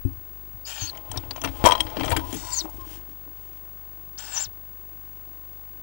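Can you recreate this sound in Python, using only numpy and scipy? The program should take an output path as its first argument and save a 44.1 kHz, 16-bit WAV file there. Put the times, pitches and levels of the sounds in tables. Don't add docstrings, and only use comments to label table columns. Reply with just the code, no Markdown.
import sys
import numpy as np
from scipy import signal
from scipy.fft import rfft, irfft
from scipy.io import wavfile
from scipy.ndimage import uniform_filter1d

SR = 44100
rng = np.random.default_rng(int(sys.argv[2]) if len(sys.argv) > 2 else 0)


def dump_mix(stems):
    frames = np.atleast_2d(stems).T
    limited = np.clip(frames, -1, 1)
    pcm = np.round(limited * 32767).astype(np.int16)
    wavfile.write(sys.argv[1], SR, pcm)


def voltage_ratio(decibels):
    exponent = np.asarray(decibels, float) / 20
    return 10 ** exponent


N = 256662


def rms_one(x):
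    return x / np.sqrt(np.mean(x ** 2) + 1e-20)


def in_time(rows):
    s, *columns = np.transpose(rows)
    return [np.interp(np.arange(N) / SR, s, column) for column in columns]


def sounding(tables, fade_s):
    t, gate = np.arange(N) / SR, 0
    for rows in tables:
        gate = np.maximum(gate, (t >= rows[0][0]) & (t <= rows[-1][0]))
    gate = uniform_filter1d(gate * 1., size=max(int(fade_s * SR), 1))
    return gate, *in_time(sum(map(list, tables), []))


def coloured(x, spectrum):
    hz, db = np.transpose(spectrum)
    f = np.arange(1, N // 2 + 2) * SR / N
    return rms_one(irfft(rfft(x) * voltage_ratio(np.interp(np.log(f), np.log(hz), db)), N))


def drift(hz):
    return rms_one(signal.sosfilt(signal.butter(2, hz, fs=SR, output="sos"), rng.standard_normal(N)))


def band(x, low_hz, high_hz):
    return signal.sosfilt(signal.butter(2, [low_hz, high_hz], "band", fs=SR, output="sos"), x)


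def low(x, hz):
    return signal.sosfilt(signal.ellip(7, .3, 80, hz, fs=SR, output="sos"), x)


def grains(per_s, spread_db):
    sizes = voltage_ratio(spread_db * np.minimum(rng.exponential(1, N), 4)) * rng.choice([-1, 1], N)
    return sizes * (rng.random(N) < per_s / SR)


def ring(force, hz, t60):
    r, w = voltage_ratio(-60 / (t60 * SR)), 2 * np.pi * hz / SR
    return signal.lfilter([0, np.sin(w)], [1, -2 * r * np.cos(w), r * r], force + 1e-18)


def struck(times, level_db, contacts, modes, scatter_db):
    out, luck = 0, rng.standard_normal((len(times), len(modes)))
    steps = np.arange(contacts.shape[1])
    at = (np.array(times) * SR).astype(int)[:, None] + steps
    for (hz, db, t60), chance in zip(modes, luck.T):
        drive = np.maximum(np.abs(contacts @ np.exp(2j * np.pi * hz * steps / SR)), .25)
        gain = voltage_ratio(level_db + db + scatter_db * chance) / drive
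        force = np.zeros(N)
        np.add.at(force, at, contacts * gain[:, None])
        out = ring(force, hz, t60) - out
    return out


def floor_echo(x):
    lag = int(1.363 * SR / 1000)
    return (x + voltage_ratio(-11) * np.roll(x, lag)) * voltage_ratio(-1)


def nest_box(x, more_db=0):
    out = x.copy()
    for ms, db in [(1.3, -36.0), (2.1, -13.0), (3.4, -15.0), (5.3, -24.5), (7.9, -7.0), (11.7, -17.0)]:
        lag = int(ms * SR / 1000)
        out[lag:] += voltage_ratio(db + more_db) * x[:-lag]
    return out


# (start [s], length [s], breath [dB], push [dB], peak of the push [share of call])
BEGGING = [
    (0.658, 0.27, -46.5, 3.5, 0.61),
    (2.352, 0.32, -53.5, 7, 0.65),
    (4.174, 0.31, -51.5, 11.5, 0.72),
]
# (brightness at ease [dB], brightness when pushing [dB])
BRIGHTNESS = [
    (10.5, 4.5),
    (9, 10.5),
    (4, -5.5),
]


def breath():
    attack_s, release_s, sag_db_per_s, push_width = 0.02, 0.049, -29.5, 0.24
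    t, calls = np.arange(N) / SR, []
    for (s, length, db, push_db, push_at), (ease_db, pushed_db) in zip(BEGGING, BRIGHTNESS):
        edge = np.clip((t - s) / attack_s, 0, 1) * np.clip((s + length - t) / release_s, 0, 1)
        push = np.exp(-(((t - s) / length - push_at) / push_width) ** 2)
        pressure_db = db + push_db * push + sag_db_per_s * np.clip(t - s, 0, length)
        calls.append((edge * voltage_ratio(pressure_db), ease_db + (pushed_db - ease_db) * push))
    return calls


# (frequency [Hz], level per Hz [dB])
BREATH_SPECTRUM = [(240, -55), (400, -14), (829, -4.5), (1330, -3), (1500, 1.5), (2210, 0), (2570, 5),
                   (4800, 4.5), (7610, -2.5), (14000, -22.5)]
# (frequency [Hz], width [Hz], level [dB])
THROATS = [
    [(805, 520, 5.5), (1530, 44, -31), (1806, 44, 8), (2490, 250, 1.5), (2800, 230, -10.5), (3130, 150, 5),
     (4450, 290, -8), (4950, 270, -17), (5880, 79, -2.5), (6500, 100, -7), (7600, 100, -9), (8100, 70, -11),
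     (9900, 150, 0.5), (11380, 110, 5)],
    [(900, 320, 3.5), (1930, 72, 2.5), (2700, 200, -24), (3670, 82, -4), (4480, 260, -7), (5160, 80, -8),
     (5800, 190, -4.5), (6570, 140, -6), (7460, 130, -4), (7700, 70, -1), (8590, 73, -6), (9100, 120, -4),
     (10300, 79, -23)],
    [(837, 420, 4.5), (1480, 54, -4), (1740, 37, 4.5), (2650, 92, -6), (3230, 87, -2.5), (3770, 210, -17),
     (4520, 130, -7), (5170, 140, -3), (6000, 82, 0), (6500, 110, -6), (6550, 70, -5), (7500, 120, 5.5),
     (8100, 106, -1), (8700, 150, -7)],
]


def hiss():
    air = coloured(rng.standard_normal(N), BREATH_SPECTRUM) * voltage_ratio(3 * drift(250))
    out = 0
    for (gain, bright_db), throat in zip(breath(), THROATS):
        voiced = voltage_ratio(-11.5) * air
        for hz, width, peak_db in throat:
            resonance = signal.iirpeak(hz, hz / max(width, 20), fs=SR)
            voiced = voiced + voltage_ratio(peak_db + 0.5) * signal.lfilter(*resonance, air)
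        voiced = voiced / np.std(band(voiced, 1040, 2720))
        out = out + gain * (voiced + (voltage_ratio(bright_db) - 1) * band(voiced, 6330, 20000))
    return out


def syrinx(tables, hoarseness, octave_db, flutter_hz):
    rows_with_noise = [[(*row, share) for row in rows] for rows, share in zip(tables, hoarseness)]
    gate, hz, db, hoarse = sounding(rows_with_noise, 0.0031)
    hoarse = np.clip(hoarse + 0.012 * np.maximum(-38 - db, 0), 0, 1)
    noise = drift(flutter_hz) + 1j * drift(flutter_hz)
    swing = np.sqrt(1 - hoarse) + np.sqrt(hoarse / 2) * noise
    tone = swing * np.exp(2j * np.pi * np.cumsum(uniform_filter1d(hz, size=400)) / SR)
    db = uniform_filter1d(db, size=150)
    octave = voltage_ratio(octave_db + db / 2) * (1 - hoarse) ** 4 * (tone ** 2).real * (hz < 7300)
    return gate * np.sqrt(2) * (voltage_ratio(db) * tone.real + octave)


def notes(rows):
    return [[(s, hz0, db - 6), (s + length / 2, (hz0 + hz1) / 2, db), (s + length, hz1, db - 6)]
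            for s, length, hz0, hz1, db in rows]


# (time [s], frequency [Hz], level [dB])
HIGH_SQUEAKS = [
    [(0.66, 7000, -46.5), (0.685, 6900, -47), (0.73, 8030, -55), (0.76, 7000, -52), (0.805, 6900, -45),
     (0.815, 6630, -40), (0.834, 6180, -36), (0.863, 6550, -41.5), (0.885, 6740, -73)],
    [(2.365, 6300, -39), (2.39, 7740, -73), (2.515, 7650, -57), (2.535, 7330, -31), (2.556, 6880, -39),
     (2.588, 6220, -27.5), (2.6, 5450, -39.5), (2.612, 3790, -32), (2.622, 3580, -56)],
    [(4.178, 4060, -51.5), (4.19, 6820, -39), (4.212, 8100, -65), (4.305, 8000, -55), (4.34, 7350, -40),
     (4.374, 5700, -32.5), (4.408, 7240, -36), (4.433, 7500, -38), (4.461, 3660, -46.5)],
]
HIGH_HOARSE = [.08, .2, .45]
# (start [s], length [s], from [Hz], to [Hz], level [dB])
LOW_SQUEAKS = [
    (0.652, 0.0089, 4730, 4880, -41),
    (0.661, 0.018, 4820, 5130, -46),
    (0.79, 0.083, 4520, 4270, -47),
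    (0.855, 0.041, 4320, 4586, -41),
    (0.89, 0.013, 4480, 4050, -34.5),
    (2.51, 0.0754, 4750, 4450, -43),
    (2.58, 0.024, 4450, 4480, -37.5),
]
LOW_HOARSE = [.3, .1, .4, .05, .02, .6, .5]


def squeaks():
    return syrinx(HIGH_SQUEAKS, HIGH_HOARSE, -40, 390) + syrinx(notes(LOW_SQUEAKS), LOW_HOARSE, -40, 390)


# (time [s], peak [dB], hollow ring [dB], bright crack [dB], dull crack [dB])
TAPS = [(0.9496, -43.5, -5, 1, 7), (0.971, -48, -2, 8, -15), (1.114, -31, -5, 0, -1),
        (1.1725, -36.5, 2, 4, -2.5), (1.3599, -36.5, -1, -5, 2.5), (1.4158, -26.5, -12, -7, -8),
        (1.4581, -29, 1, -5, 0), (1.4737, -35.5, 5, -14, 9), (1.6563, -16.5, -17, 0, 5),
        (1.6594, -20, 15.5, 6.5, 10.5), (1.676, -25, 7, -6, -16.5), (1.6869, -28, 13, 0, 3.5),
        (1.697, -27.5, 9, -5, 1.5), (1.709, -22, 10.5, -9, 0), (1.7201, -10, 1, -13.5, -9.5),
        (1.7346, -42.5, 9, -3, 15.5), (1.7514, -21.5, 5.5, -11, -22), (1.7793, -31.5, -11, -12, -12),
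        (1.7988, -34, 3, -17, -8), (1.8042, -12, -8, -7, -15), (1.8662, -36.5, -3, -24, 7.5),
        (1.9, -41, -11, -4, 3), (1.9684, -23, -11, -24, -2), (1.996, -26.5, -13, -8, 2.5),
        (2.0082, -21.5, -4, -14, -0.5), (2.042, -27, -5, -20, -4.5), (2.047, -32, -3, -2, 0),
        (2.0572, -28.5, -22, 1.5, 1), (2.0793, -26, -3, -12.5, 5), (2.3268, -24, -15, -3, -8)]
# (time [s], peak [dB], hollow ring [dB], bright crack [dB])
SKIDS = [(0.936, -43, -21, -21), (1.1408, -45, 12.5, -19), (1.1577, -33, -4, -12), (1.2343, -41.5, -3, -21),
         (1.255, -51, -10, 6), (1.3078, -33.5, -8, -7), (1.377, -37, 2.5, -2), (1.4367, -20, -10, 3),
         (1.445, -17, -17, -18), (1.4855, -31, -11, -8), (1.4914, -57, -5, 16), (1.642, -15.5, -10, -2.5),
         (1.6513, -11.5, -2, -5.5), (1.6688, -9, -2, -1), (2.0326, -21.5, -23, -7), (2.0665, -47, -10, 11),
         (2.095, -38, -9, 10.5), (2.104, -22, -23, -2), (2.1138, -17, -11, -8), (2.118, -15.5, -16, -0.5),
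         (2.125, -28.5, -5, -24), (2.164, -16.5, -11, 3.5), (2.169, -21.5, -7, -5), (2.193, -27.5, -5, -5),
         (2.3404, -29.5, -14, 7), (2.621, -53, 11, -5), (2.6447, -41.5, -3, 2), (2.6543, -41, -1, -4),
         (2.678, -50.5, 11, 4), (2.696, -51, -7, 16), (2.741, -55.5, -23, 17), (3.274, -60.5, 11.5, -10)]
# (frequency [Hz], level [dB], t60 [s])
NEAR_HOLLOW = [(610, -22, .03), (700, -18, .035), (860, -17, .035), (985, 0, .045), (1040, -17, .03),
               (1180, -15, .03), (1300, -16, .025), (1450, -18, .025)]
# (frequency [Hz], level [dB], t60 [s])
FAR_HOLLOW = [(600, -1, 0.016), (707, 2, 0.023), (840, -2.5, 0.022), (1015, -3, 0.034),
              (1170, -11.5, 0.034), (1366, -7, 0.017)]
# (frequency [Hz], level [dB], t60 [s])
WALL = [(1870, -17, .035), (2300, -18, .03), (2540, -21, .03), (2870, -16, .02), (3090, -14, .025),
        (3200, -1.5, .04), (3350, -17, .02), (3880, -15, .02), (4040, -13, .02), (4500, -19, .02)]
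# (frequency [Hz], level [dB], t60 [s])
GRAIN = [(5500, -3.5, 0.026), (5774, -5.5, 0.012), (6500, 3.5, 0.0035), (7700, -4, .01),
         (8620, -1.5, 0.0081), (9800, -21, 0.012)]


def claws():
    s, db, hollow_db, bright_db, dull_db = np.transpose(TAPS + [(*row, 0) for row in SKIDS])
    tapped = np.arange(len(s)) < len(TAPS)
    over_microphone = (s >= 1.6) & (s <= 1.96)
    ring_db = np.where(tapped, -0.5, -15) - 8 * ~over_microphone

    ms = np.where(tapped, 2.6, 4.0) * voltage_ratio(1.5 * rng.standard_normal(len(s)))
    length = np.clip(ms, .2, 9)[:, None] / 1000
    steps = np.arange(1500)
    t = steps / SR
    grate = rng.standard_normal((len(s), 1500)) * (1 - np.exp(-t / (0.69 * length))) * np.exp(-t / length)
    grate /= np.sqrt(np.sum(grate ** 2, axis=1, keepdims=True))

    at = (s * SR).astype(int)[:, None] + steps
    dull, bright = np.zeros((2, N))
    np.add.at(dull, at, grate * voltage_ratio(db + dull_db)[:, None])
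    np.add.at(bright, at, grate * voltage_ratio(db + bright_db)[:, None])
    crack = voltage_ratio(22.0) * band(dull, 380, 3150) + voltage_ratio(10.5) * band(bright, 2400, 12500)

    tap = .4 * grate + .8 * (steps == 20)
    soft = uniform_filter1d(tap, size=16)
    near = tapped & (s > 1.6) & (s < 1.96)
    hollow = struck(s[near], (db + hollow_db)[near], soft[near], NEAR_HOLLOW, 1.5)
    hollow = hollow + struck(s[~near], (db + hollow_db)[~near], soft[~near], FAR_HOLLOW, 3.7)
    wall = struck(s, db + ring_db, tap, WALL, 2)
    wall = wall + struck(s, db + bright_db + ring_db - 2, grate, GRAIN, 3)
    return band(hollow, 360, 2700) + band(wall, 1130, 11000) + nest_box(crack)


# (time [s], frequency [Hz], level [dB])
SNAPS = [(0.973, 3020, -35), (0.974, 6500, -46), (1.115, 7600, -38), (1.116, 6060, -31), (1.115, 2957, -35),
         (1.117, 9900, -48), (1.174, 5440, -25.5), (1.175, 9900, -44.5), (1.177, 3670, -36.5),
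         (1.235, 2800, -43), (1.309, 4600, -30), (1.309, 9220, -44), (1.361, 3000, -36), (1.378, 2900, -44),
         (1.361, 6180, -38), (1.416, 5870, -30), (1.416, 3350, -39), (1.416, 7780, -42), (1.446, 5800, -26),
         (1.458, 9140, -37), (1.474, 2640, -31), (1.804, 9200, -31), (1.999, 6000, -43),
         (2.047, 7700, -38.5), (2.057, 6100, -35), (1.447, 2740, -22.5), (1.67, 5890, -32),
         (2.096, 8120, -32), (2.104, 8120, -26), (2.121, 4550, -29), (2.165, 4610, -26),
         (2.166, 7700, -28.5)]


def snaps():
    out, t60, pair = 0, 0.016, 1.07
    for s, hz, db in SNAPS:
        grit = rng.standard_normal((1, 400)) * np.exp(-np.arange(400) / (0.003 * SR)) / 6
        modes = [(hz, 0, t60), (hz * pair, -2, t60 / 2), (hz / pair ** 2, -5, t60 / 2)]
        out = out + struck([s], np.array([db]), grit, modes, 0)
    return out


# (time [s], peak [dB], panel over boom [dB])
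THUDS = [(0.108, -22, -23), (0.169, -29, -33), (0.544, -24.5, -42), (0.818, -11, -27.5), (1.097, -21, -32),
         (1.171, -13, -32), (1.44, -14, -11.5), (1.473, -15.5, -15.5), (1.64, -7, -12.5), (1.966, -38, 15),
         (1.984, -34, 10.5), (2.01, -25.5, 3.5), (2.059, -22, -15), (2.113, -6.5, -21), (2.164, -11, -13),
         (2.325, -20, -3.5), (2.345, -23.5, -1.5), (2.362, -29, -5), (3.082, -43, 3), (3.26, -35.5, -6.5),
         (4.464, -23, -31.5)]
# (frequency [Hz], level [dB], t60 [s])
BOOM = [(76.6, -16.5, 0.42), (100, -2, 0.1)]
# (frequency [Hz], level [dB], t60 [s])
PANEL = [(185, -17, 0.14), (273, -9, 0.19), (303, -7.5, 0.091), (319.7, -7, 0.19), (442, -17.5, 0.13)]


def thuds():
    s, db, panel_db = np.transpose(THUDS)
    push = np.hanning(70)[None] / 35 * np.ones((len(s), 1))
    boom = struck(s + 0.0015, db - 11.5, push, BOOM, 1.0)
    return boom + struck(s + 0.0035, db + panel_db, push, PANEL, 3.2)


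# (time [s], frequency [Hz], level [dB], t60 [s])
KNOCKS = [(0.0505, 99.6, -13, 0.088), (0.0515, 269.6, -23, 0.14), (0.051, 337, -28.5, 0.11),
          (0.053, 80, -34, 0.45), (1.649, 324, -13, 0.026), (1.651, 520, -9, 0.017),
          (1.808, 3230, -18.5, 0.047), (2.022, 3130, -36, .03), (2.05, 3210, -28, .04),
          (2.058, 3120, -31, .03), (2.066, 110, -24, .08), (2.108, 3200, -42, .03), (2.113, 3270, -32, .02),
          (2.123, 100, -22, 0.083), (2.151, 3180, -35, 0.022), (2.172, 3190, -26, 0.042),
          (2.195, 3200, -42, .03), (1.487, 60, -26.5, .1), (3.385, 90, -50, .08), (2.614, 331, -39.5, 0.21),
          (2.644, 325, -33, 0.058), (2.65, 325, -48, 0.029), (2.654, 600, -34.5, 0.039),
          (2.654, 330, -35.5, 0.12), (2.692, 900, -40, 0.047), (2.74, 312, -48, .08),
          (2.783, 319, -35.5, 0.034), (2.868, 320, -40, 0.058), (2.912, 320, -41, .05),
          (2.975, 320, -45.5, 0.07)]


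def knocks():
    out = 0
    for s, hz, db, t60 in KNOCKS:
        push = np.hanning(3 + int(SR / hz / 3))[None]
        out = out + struck([s], np.array([db]), push, [(hz, 0, t60)], 0)
    return out


# (time [s], weight on the box [dB], grip of the claws [dB])
CLAMBER = [(0.85, -26, -67), (0.944, -37, -39), (1.034, -36, -50), (1.158, -21, -39), (1.272, -24, -48),
           (1.58, -27, -41.5), (1.62, -16.5, -33.5), (1.716, -19.5, -23), (1.834, -21.5, -38.5),
           (1.956, -23, -35), (2.116, -8.5, -27.5), (2.212, -15.5, -37.5), (2.4, -28.5, -45.5),
           (2.616, -36, -47.5), (2.81, -28, -51.5), (2.956, -36, -48), (3.1, -61, -65), (3.7, -58, -59.5)]
# (time [s], level [dB], spread [s])
BRUSHES = [(1.16, -57.5, 0.066), (1.42, -59.5, 0.15), (1.59, -56.5, 0.078), (1.83, -54, 0.056),
           (2.12, -50.5, 0.16), (2.338, -45, 0.057), (2.481, -54, 0.045), (2.8, -60, 0.095),
           (2.935, -50.5, 0.053), (3.1, -64, 0.034), (3.45, -65.5, 0.11), (3.57, -68, 0.03),
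           (4.65, -66, 0.04), (4.97, -67, 0.04)]
# (frequency [Hz], level [dB], t60 [s])
SCRAPED = [(554, -21, 0.028), (679.4, 9, 0.047), (862, 6.5, 0.04), (846, 5, 0.059), (1040, 4, 0.11),
           (1240, 1.5, 0.039), (1430, -4.5, 0.027)]
# (frequency [Hz], level per Hz [dB])
FEATHER = [(880, -59), (1500, -4.5), (2500, -4), (3150, 2), (4100, -7.5), (5100, -4.5), (10300, -7),
           (14500, -11.5)]


def driven(force, modes):
    return rms_one(sum(voltage_ratio(db) * ring(force, hz, t60) for hz, db, t60 in modes))


def clamber():
    gate, push_db, scratch_db = sounding([CLAMBER], 0.02)
    t = np.arange(N) / SR
    brushing = sum(voltage_ratio(db) * np.exp(-((t - s) / spread) ** 2) for s, db, spread in BRUSHES)
    pushes, scratches = grains(250, 4.5), grains(1500, 3.0)
    push = driven(pushes, BOOM) + voltage_ratio(-3.0) * driven(pushes, PANEL)
    scratch = driven(scratches, SCRAPED) + voltage_ratio(-21.0) * driven(scratches, WALL)
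    scratch = scratch + voltage_ratio(-9.0) * rms_one(band(scratches, 380, 2670))
    rustle = coloured(grains(5800, 0.88), FEATHER) * voltage_ratio(2.0 * drift(40))
    return gate * (voltage_ratio(push_db - 22.5) * push + voltage_ratio(scratch_db - 7.0) * scratch + brushing * rustle)


def jolt():
    decay_s, rebound_s = 0.00061, 0.0036
    t = np.arange(N) / SR - 1.6412
    after = np.maximum(t, 0)
    rebound = voltage_ratio(-5) * np.sin(t / rebound_s) * np.exp(-after / rebound_s)
    step = voltage_ratio(-1.5) * (t > 0) * (np.exp(-after / decay_s) - rebound)
    return signal.lfilter([.3], [1, -.7], step)


# (start [s], length [s], from [Hz], to [Hz], level [dB])
COOS = [
    (2.12, 0.033, 960, 900, -27),
    (2.2, 0.0633, 918, 1008, -40),
    (2.25, 0.097, 989, 1009, -49),
    (2.43, 0.12, 961, 1007, -43),
    (2.55, 0.071, 961, 1026, -50),
    (2.79, 0.064, 1075, 1042, -46),
]
COO_HOARSE = [.35, .3, .3, .35, .4, .05]


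def coos():
    return syrinx(notes(COOS), COO_HOARSE, -55, 58.0)


# (time [s], field buzz [dB], extra field hum [dB])
PICTURE = [(0.0, -52, -12), (0.1, -53, -4), (0.24, -55.5, -23), (0.33, -53, -8), (0.55, -53, -11),
           (0.8, -53.5, -20), (0.95, -56, -12), (1.1, -53, -22), (1.6, -50, -1), (2.3, -52, -12),
           (2.5, -53.5, 1), (2.98, -51.5, -8), (3.15, -53.5, -24), (5.82, -54, -26)]


def picture():
    buzz_db, hum_db = in_time(PICTURE)
    field_hz, line_hz = 50, 15625
    start, end, tick = 15.45, 17.1, .36
    t = np.arange(N) / SR
    ms = t % (1 / field_hz) * 1000
    since = (ms - end) % 20
    sag = 23.6 * (1 - np.exp(-since / 2.3)) - 1.2 * since
    sync = np.where(ms < start + tick, 8, -2.5 + 4 * np.exp(-((ms - end + .3) / .3) ** 2))
    buzz = sag + sync * ((ms > start) & (ms < end)) - 6.5 * np.exp(-since / .25)
    buzz = 1.15 * rms_one(band(buzz, 2, 7000))
    shading = .75 + .46 * np.clip((since - 1) / 13, 0, 1) * (since < 18.4)
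    shading = uniform_filter1d(shading, size=60)
    whine = voltage_ratio(-44) * np.sqrt(2) * shading * np.sin(2 * np.pi * line_hz * t)
    return voltage_ratio(buzz_db) * (buzz + voltage_ratio(hum_db) * band(buzz, 38, 66)), whine


# (frequency [Hz], level per Hz [dB])
FLOOR = [(71, -27), (120, -1.5), (155, -2.5), (172, -3), (190, -9), (222, -7), (241, 0), (277, -6),
         (338, 2), (421, -7), (915, -7.5), (1990, -16), (3990, -21), (11200, -29), (14000, -28.5)]


def noise_floor():
    return voltage_ratio(-58) * coloured(rng.standard_normal(N), FLOOR) * voltage_ratio(0.34 * drift(23.8))


def idle_input(buzz):
    return low(voltage_ratio(-77) * rng.standard_normal(N) - voltage_ratio(-28.5) * buzz, 14500)


def scene():
    chicks = voltage_ratio(4.5) * nest_box(floor_echo(hiss() + squeaks()), -7)
    parent = claws() + snaps() + thuds() + knocks() + clamber() + coos() + jolt()
    buzz, whine = picture()
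    left = 2 * (chicks + parent + noise_floor() + buzz + whine)
    return np.array([left, idle_input(buzz)])


def top_cut(x):
    return signal.sosfilt(signal.butter(12, 16500, fs=SR, output="sos"), x)


def record(dry):
    left = np.clip(dry[0], -1, 1)
    square = band(left, 260, 13000) ** 2
    rectified = voltage_ratio(-22.5) * low(band(square, 3.9, 2100), 190)
    splatter = voltage_ratio(-33) * band(square, 150, 3970)
    right = dry[1] + rectified + splatter
    mix = low(np.array([left, right]), 16200)
    return top_cut(mix)


dry = scene()
out = record(dry)
dump_mix(out)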